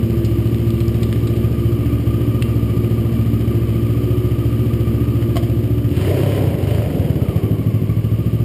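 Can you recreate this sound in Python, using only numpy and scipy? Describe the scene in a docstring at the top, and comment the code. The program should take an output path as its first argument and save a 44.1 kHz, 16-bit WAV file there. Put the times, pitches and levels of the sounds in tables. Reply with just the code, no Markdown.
"""Motorcycle in a parking garage

A single-cylinder four-stroke idles amid bare concrete, heard from the seat: exhaust pulses ring the
pipe and the room, valves clatter, gears whine. Controls tick, a switch snaps, first gear clunks in;
the bike leaves its bay on two nudges of throttle and rolls on at idle. The camera's coarse
sample-and-hold mirrors the sound into a thin fizz high up."""
import sys
import numpy as np
from scipy import signal
from scipy.fft import rfft, irfft, next_fast_len
from scipy.io import wavfile
from scipy.ndimage import uniform_filter1d

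SR = 44100
rng = np.random.default_rng(int(sys.argv[2]) if len(sys.argv) > 2 else 0)


def output_pcm(signal):
    """Save a mono or channel-first signal as 16-bit PCM at the path in sys.argv[1].

    Samples are clipped to [-1, 1] before scaling.
    """
    pcm = np.clip(np.atleast_2d(signal).T, -1, 1) * 32767
    wavfile.write(sys.argv[1], SR, np.round(pcm).astype(np.int16))


N = 372204
TIME_S = np.arange(-SR, N) / SR  # 1 s of run-in
IDLE_TOP_HZ = 15.83  # firing rate above which the engine counts as revving


def amp(db):
    """Decibels to gain."""
    return 10 ** (np.asarray(db) / 20)


def unit(x):
    """Scale to rms 1."""
    return x / np.sqrt(np.mean(x ** 2) + 1e-20)


def steady(x):
    """Hold the slow rms at 1; single beats pass."""
    power = uniform_filter1d(uniform_filter1d(x ** 2, size=9300), size=6200)
    return x / np.sqrt(power + 1e-20)


def curve(rows):
    """Interpolate (time_s, value) rows."""
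    return np.interp(TIME_S, *np.transpose(rows))


def ramp(start_s, length_s):
    """Linear rise from 0 to 1."""
    return np.clip((TIME_S - start_s) / length_s, 0, 1)


def delay(x, lag_s):
    """Shift x later."""
    return np.interp(TIME_S - lag_s, TIME_S, x)


def place(start_s, sound):
    """Put a sound on the timeline."""
    return np.r_[np.zeros(np.searchsorted(TIME_S, start_s)), sound, np.zeros(N)][:len(TIME_S)]


def noise():
    """White noise, rms 1."""
    return rng.standard_normal(len(TIME_S))


def wander(rate_hz):
    """Smooth random drift, rms 1."""
    grid_s = np.arange(TIME_S[0], TIME_S[-1] + 1, 1 / (10 * rate_hz))
    lowpass = np.exp(-(10 * np.fft.rfftfreq(len(grid_s))) ** 2)
    drift = irfft(rfft(rng.standard_normal(len(grid_s))) * lowpass, len(grid_s))
    return unit(np.interp(TIME_S, grid_s, drift))


def pulses(cycles, at_cycle, spread):
    """One impulse of random size per engine cycle."""
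    passed = np.diff(np.floor(cycles - at_cycle), prepend=np.floor(cycles[0] - at_cycle))
    return passed * (1 + spread * noise())


def burst(cycles, at_cycle, decay_cycles):
    """One decaying envelope per engine cycle."""
    return np.exp(-((cycles - at_cycle) % 1) / decay_cycles)


def lookup(points, hz):
    """Interpolate (freq_hz, value) rows over log frequency."""
    freq_hz, value = np.transpose(points)
    return np.interp(np.log(hz + 1), np.log(freq_hz + 1), value)


def shape(x, response):
    """Filter by a function of frequency in Hz."""
    size = next_fast_len(len(x) + SR // 2)
    return irfft(rfft(x, size) * response(np.fft.rfftfreq(size, 1 / SR)), size)[:len(x)]


def colour(x, points, size=32768):
    """Minimum-phase filter from (freq_hz, gain_db) rows: rings only after each blow."""
    log_gain = np.log(amp(lookup(points, abs(np.fft.fftfreq(size, 1 / SR)))))
    impulse = np.fft.ifft(np.exp(np.conj(signal.hilbert(log_gain)))).real
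    return signal.fftconvolve(x, impulse[:SR // 5])[:len(x)]


def mode(f, centre_hz, width_hz):
    """Damped resonance, gain 1 at its centre."""
    return 1j * f * width_hz / (centre_hz ** 2 - f ** 2 + 1j * f * width_hz)


def ring(x, modes):
    """Drive parallel resonances."""
    return shape(x, lambda f: sum(amp(db) * mode(f, hz, width_hz) for hz, width_hz, db in modes))


def drifting_ring(x, modes, lag_s, drift=0.38, drift_hz=2.4):
    """Delay x and pass it twice through each resonance; their strengths drift."""
    late = delay(x, lag_s)
    bands = [shape(late, lambda f: (amp(db) * mode(f, hz, width_hz)) ** 2) for hz, width_hz, db in modes]
    return steady(sum(band * (1 + drift * wander(drift_hz)) for band in bands))


def garage(x):
    """Add a dense tail off bare concrete; each band decays at its own rate."""
    # reverberation time: freq_hz, t60_s
    decay_times = [(60, 0.62), (300, 1.07), (1000, 1.4), (3000, 0.4), (6000, 3.5)]
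    # tail spectrum: freq_hz, gain_db
    tail_spectrum = [(60, -5), (120, -20), (200, 0.5), (350, 5), (600, 3), (2000, -9), (6000, -6)]
    hz, t, bands = signal.stft(rng.standard_normal(SR * 3 // 2), SR, nperseg=1024)
    t60_s = lookup(decay_times, hz)[:, None]
    energy_norm = np.sqrt(2 * np.log(1000) / (t60_s * SR))
    bands *= amp(lookup(tail_spectrum, hz)[:, None] - 60 * t / t60_s) * energy_norm
    tail = signal.istft(bands, SR, nperseg=1024)[1]
    return x + signal.fftconvolve(x, np.r_[np.zeros(SR // 100), tail])[:len(x)]


def strike(start_s, level_db, decay_s, modes):
    """A short decaying scrape, coloured by resonances."""
    t = np.arange(SR // 4) / SR
    scrape = unit(ring(rng.standard_normal(len(t)), modes))
    return place(start_s, scrape * np.exp(-t / decay_s) * amp(level_db))


def control_ticks(from_s=0.45, to_s=1.3, faint_count=9, width_hz=2100):
    """Handled controls: clear ticks and snaps, with faint ones at random."""
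    # handlebar ticks and snaps: start_s, level_db, centre_hz, decay_s
    clear = [(.248, -30, 4800, 0.01), (0.5448, -30, 2770, 0.0024), (0.7047, -28, 3870, .0015),
             (.8042, -26, 3370, .002), (.882, -18, 5000, 0.00068), (1.0306, -27, 3050, .007),
             (1.1272, -23, 2470, .0015), (1.2717, -33, 3000, 0.012), (1.364, -34, 2980, .007),
             (2.423, -20, 2700, 0.0036)]
    slot_s = (to_s - from_s) / faint_count
    faint = [(from_s + slot_s * (k + offset), -39 + 6 * size, 3000, 0.0035)
             for k, (offset, size) in enumerate(rng.random((faint_count, 2)))]
    return sum(strike(start_s, db, decay_s, [(hz, width_hz, 0)])
               for start_s, db, hz, decay_s in clear + faint)


def clunk(start_s, level_db, decay_s):
    """Steel meets steel: the gears rattle, the case knocks."""
    # gear rattle: centre_hz, width_hz, gain_db
    rattle_modes = [(1110, 300, -6), (2150, 550, 0), (3070, 220, 3), (4660, 980, -8)]
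    # case knock: pitch_hz, decay_s, level_re_rattle_db
    case_modes = [(675, 0.01, 7.4), (1090, 0.0061, 0.81)]
    t = np.arange(SR // 4) / SR
    knock = sum(amp(level_db + db) * np.exp(-t / fade_s) * np.sin(2 * np.pi * hz * t)
                for hz, fade_s, db in case_modes)
    return strike(start_s, level_db, decay_s, rattle_modes) + place(start_s, knock)


def handling(tick_send=0.84, clunk_send=0.3):
    """The rider works the controls and engages first gear; the garage answers."""
    # lever, dogs, chain taking up slack: start_s, level_db, decay_s
    impacts = [(5.357, -31, .009), (5.367, -24, .013), (5.427, -36, 0.019)]
    ticks = control_ticks()
    clunks = sum(clunk(*row) for row in impacts)
    send = tick_send * ticks + clunk_send * clunks
    return ticks + clunks + garage(send) - send


def gear_whine(cycles, firing_hz, load, revs_oct, teeth_per_cycle=84.1, wet=0.65):
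    """Meshing teeth ring the crankcase; the crank's surge bends the pitch, most at low speed."""
    # whine before revs and load: time_s, level_db
    base_level = [(0, -48), (2.2, -42), (3.2, -44), (5.25, -43.5), (5.5, -50), (7.3, -45.5), (8.44, -47.5)]
    # crankcase resonances: centre_hz, width_hz, gain_db
    crankcase_modes = [(1195, 91, 0), (2240, 220, 1.5), (3080, 330, -15)]
    surge = 0.0414 * (IDLE_TOP_HZ / firing_hz) ** 2 * np.cos(2 * np.pi * (cycles - 0.33))
    mesh_hz = teeth_per_cycle * firing_hz * (1 + surge + 0.01208 * wander(110))
    mesh_rad = 2 * np.pi * np.cumsum(mesh_hz) / SR
    cycle_rad = 2 * np.pi * (cycles - 0.59)
    tooth_force = 1 + 0.11 * np.cos(cycle_rad) + 0.28 * np.cos(2 * cycle_rad) + 0.6 * wander(67.8)
    tone = ring(tooth_force * (np.sin(mesh_rad) + 0.31 * np.sin(2 * mesh_rad)), crankcase_modes)
    level_db = curve(base_level) - 12 * revs_oct + load  # revs take the tone off resonance
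    return steady(tone + wet * (garage(tone) - tone)) * amp(level_db)


def clatter(cycles, load, revs_oct, throttle, aisle, tap_lowpass_hz=350):
    """Valves tap over the rustle of chain and piston, which swells at each firing and with effort."""
    # valve closings: at_cycle, size
    valves = [(.03, .9), (.1, 1.8), (.26, 0.71)]
    # rustle spectrum: freq_hz, gain_db
    spectrum = [(20, 8), (45, -1), (200, -2), (500, 1.5), (800, -0.5), (1000, 3), (1500, 0), (2200, 3.5),
                (2600, 2.5), (3050, 6.5), (3450, -3.5), (4100, -6), (4800, -4), (6000, -3.5)]
    taps = sum(size * burst(cycles, at_cycle, decay_cycles=0.012) for at_cycle, size in valves)
    taps = shape(taps * amp(4 * wander(30)), lambda f: np.exp(-(f / tap_lowpass_hz) ** 2))
    throb = 0.27 * burst(cycles, at_cycle=-0.044, decay_cycles=0.24)
    envelope = (1 + taps + throb) * amp(1.16 * wander(250))
    rustle = shape(envelope * noise(), lambda f: amp(lookup(spectrum, f)))
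    in_gear = ramp(start_s=5.42, length_s=0.16)  # with the clutch pulled, the gearbox stops
    level_db = -38 + 2.5 * load + 5 * revs_oct + 3 * throttle - 1.5 * in_gear - aisle
    return steady(garage(rustle)) * amp(level_db)


def exhaust_bark(cycles, load, revs_oct, throttle, aisle, puff_share=0.61, wet=1.49):
    """Each firing is a crack and a turbulent puff, louder under load, heard mostly off the walls."""
    # bark spectrum: freq_hz, gain_db
    spectrum = [(60, -9), (160, 4.5), (250, -5), (400, 0.5), (580, 1), (720, -7), (880, -14.5),
                (1100, -16.5), (1500, -20.5), (2200, -16), (3000, -37), (5000, -68.5)]
    # silencer shell, heard at high revs: centre_hz, width_hz, gain_db
    shell_modes = [(1020, 240, 0.5)]
    puff = unit(burst(cycles, at_cycle=0, decay_cycles=0.21) * noise())
    crack = unit(pulses(cycles, at_cycle=0, spread=0.17))
    bark = steady(colour((1 - puff_share) * crack + puff_share * puff, spectrum))
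    shell = revs_oct ** 2 * ring(ring(bark, shell_modes), shell_modes) / 2
    level_db = -48 + 12 * load + 6.5 * revs_oct + 3 * throttle - 2.26 * aisle
    direct = (bark + shell) * amp(delay(level_db, lag_s=0.026))
    return direct + wet * (garage(direct) - direct)


def pipes(cycles, firing_hz, load, aisle):
    """Exhaust pops and intake gulps thud and set the bay droning; once rolling, the thumps turn fuller."""
    # pipe and silencer: freq_hz, gain_db
    idle_pipe = [(10, -15), (50, -33.5), (70, 2.5), (86, -4.5), (112, 5.5), (135, -5.5), (160, -6),
                 (178, -8.5), (230, -14.5), (330, -19.5), (450, -27), (610, -29.5), (760, -44),
                 (1100, -68.5)]
    # pipe under load, one broad thump: freq_hz, gain_db
    loaded_pipe = [(10, -61), (42, -27), (64, -5), (92, 4), (120, 1), (150, -0.5), (200, -12), (330, -16.5),
                   (600, -28.5), (1100, -74.5)]
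    # standing waves of the bay: centre_hz, width_hz, gain_per_pass_db
    bay_modes = [(229.9, 21.5, -2.5), (288, 10.5, 2.03), (342, 17.9, 4.5), (363.6, 25.7, 4)]
    # broad low-mid body of each exhaust thump once rolling: centre_hz, width_hz, gain_per_pass_db
    rolling_thump_modes = [(166.3, 44, 2), (213.2, 61, 5.5), (325, 102, 2)]
    ragged = 1 + 0.27 * np.clip(firing_hz - IDLE_TOP_HZ, 0, 8)
    gulps = 0.6 * (1 - 0.6 * load) * pulses(cycles, at_cycle=0.247, spread=0.033 * ragged)
    pops = pulses(cycles, at_cycle=0, spread=0.033 * ragged)
    turbulence = unit(burst(cycles, at_cycle=0, decay_cycles=0.54) * noise())
    gas = unit(pops + gulps) + 0.32 * ragged * turbulence
    ringing = colour(gas, idle_pipe)
    thumping = colour(gas, loaded_pipe)
    thud = steady(garage((1 - load) * ringing + load * thumping)) * amp(-16 - 0.87 * aisle)
    bay_drone = amp(-23.5) * drifting_ring(ringing, bay_modes, lag_s=0.024)
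    rolling_thump = amp(-23.5 - 7 * load) * drifting_ring(ringing, rolling_thump_modes, lag_s=0.002)
    return thud + (1 - aisle) * bay_drone + aisle * rolling_thump


def effort(firing_hz, bite_s=5.86, rolling_s=7.48, release_s=0.087, throttle_lag_s=0.033):
    """Clutch load (0 to 1), octaves above idle, and throttle (-1 to 1) from how fast the revs climb."""
    load = ramp(bite_s, length_s=0.1) * (1 - ramp(rolling_s - release_s, release_s))
    revs_oct = np.log2(np.maximum(firing_hz / IDLE_TOP_HZ, 1))
    climb_oct_per_s = np.gradient(revs_oct) * SR
    pole = np.exp(-1 / (throttle_lag_s * SR))
    throttle = signal.lfilter([1 - pole], [1, -pole], np.tanh(climb_oct_per_s / 4.6))
    return load, revs_oct, throttle


def scene(first_firing_s=0.03, timing_drift_cycles=0.007):
    """The engine's layers follow its cycle, its effort and the move from bay to aisle."""
    # engine speed (idle, two nudges, a sag): time_s, firing_hz
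    engine_speed = [(0.0, 14.083), (2.2, 14.376), (3.2, 14.1), (4.1, 14.352), (5.9, 14.396), (6.08, 32.1),
                    (6.38, 35.185), (6.59, 22.558), (6.78, 27.836), (6.9, 22.561), (7.32, 13.374),
                    (7.7, 12.877), (8.44, 14.37)]
    firing_hz = curve(engine_speed)
    cycles = np.cumsum(firing_hz) / SR
    cycles = cycles - np.interp(first_firing_s, TIME_S, cycles) + timing_drift_cycles * wander(4)
    load, revs_oct, throttle = effort(firing_hz)
    aisle = ramp(start_s=5.85, length_s=0.7)  # 0 in the bay, 1 in the aisle
    engine = pipes(cycles, firing_hz, load, aisle)
    engine += exhaust_bark(cycles, load, revs_oct, throttle, aisle)
    engine += clatter(cycles, load, revs_oct, throttle, aisle)
    engine += gear_whine(cycles, firing_hz, load, revs_oct)
    return (engine + handling())[None, -N:]


def record(dry, corner_hz=5250, order=16, hold_hz=12000, band_limit_hz=15320):
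    """Low-pass, then sample-and-hold: mirror images rise around the hold rate, up to the band limit."""
    smooth = shape(dry[0], lambda f: 1 / np.sqrt(1 + (f / corner_hz) ** (2 * order)))
    coarse = signal.resample_poly(smooth, hold_hz, SR)
    held = signal.resample_poly(np.repeat(coarse, 4), SR, 4 * hold_hz)[:N]
    lowpass = signal.firwin(801, band_limit_hz, window=("kaiser", 9), fs=SR)
    return signal.oaconvolve(held, lowpass, "same")[None]


dry = scene()
out = record(dry)
output_pcm(out)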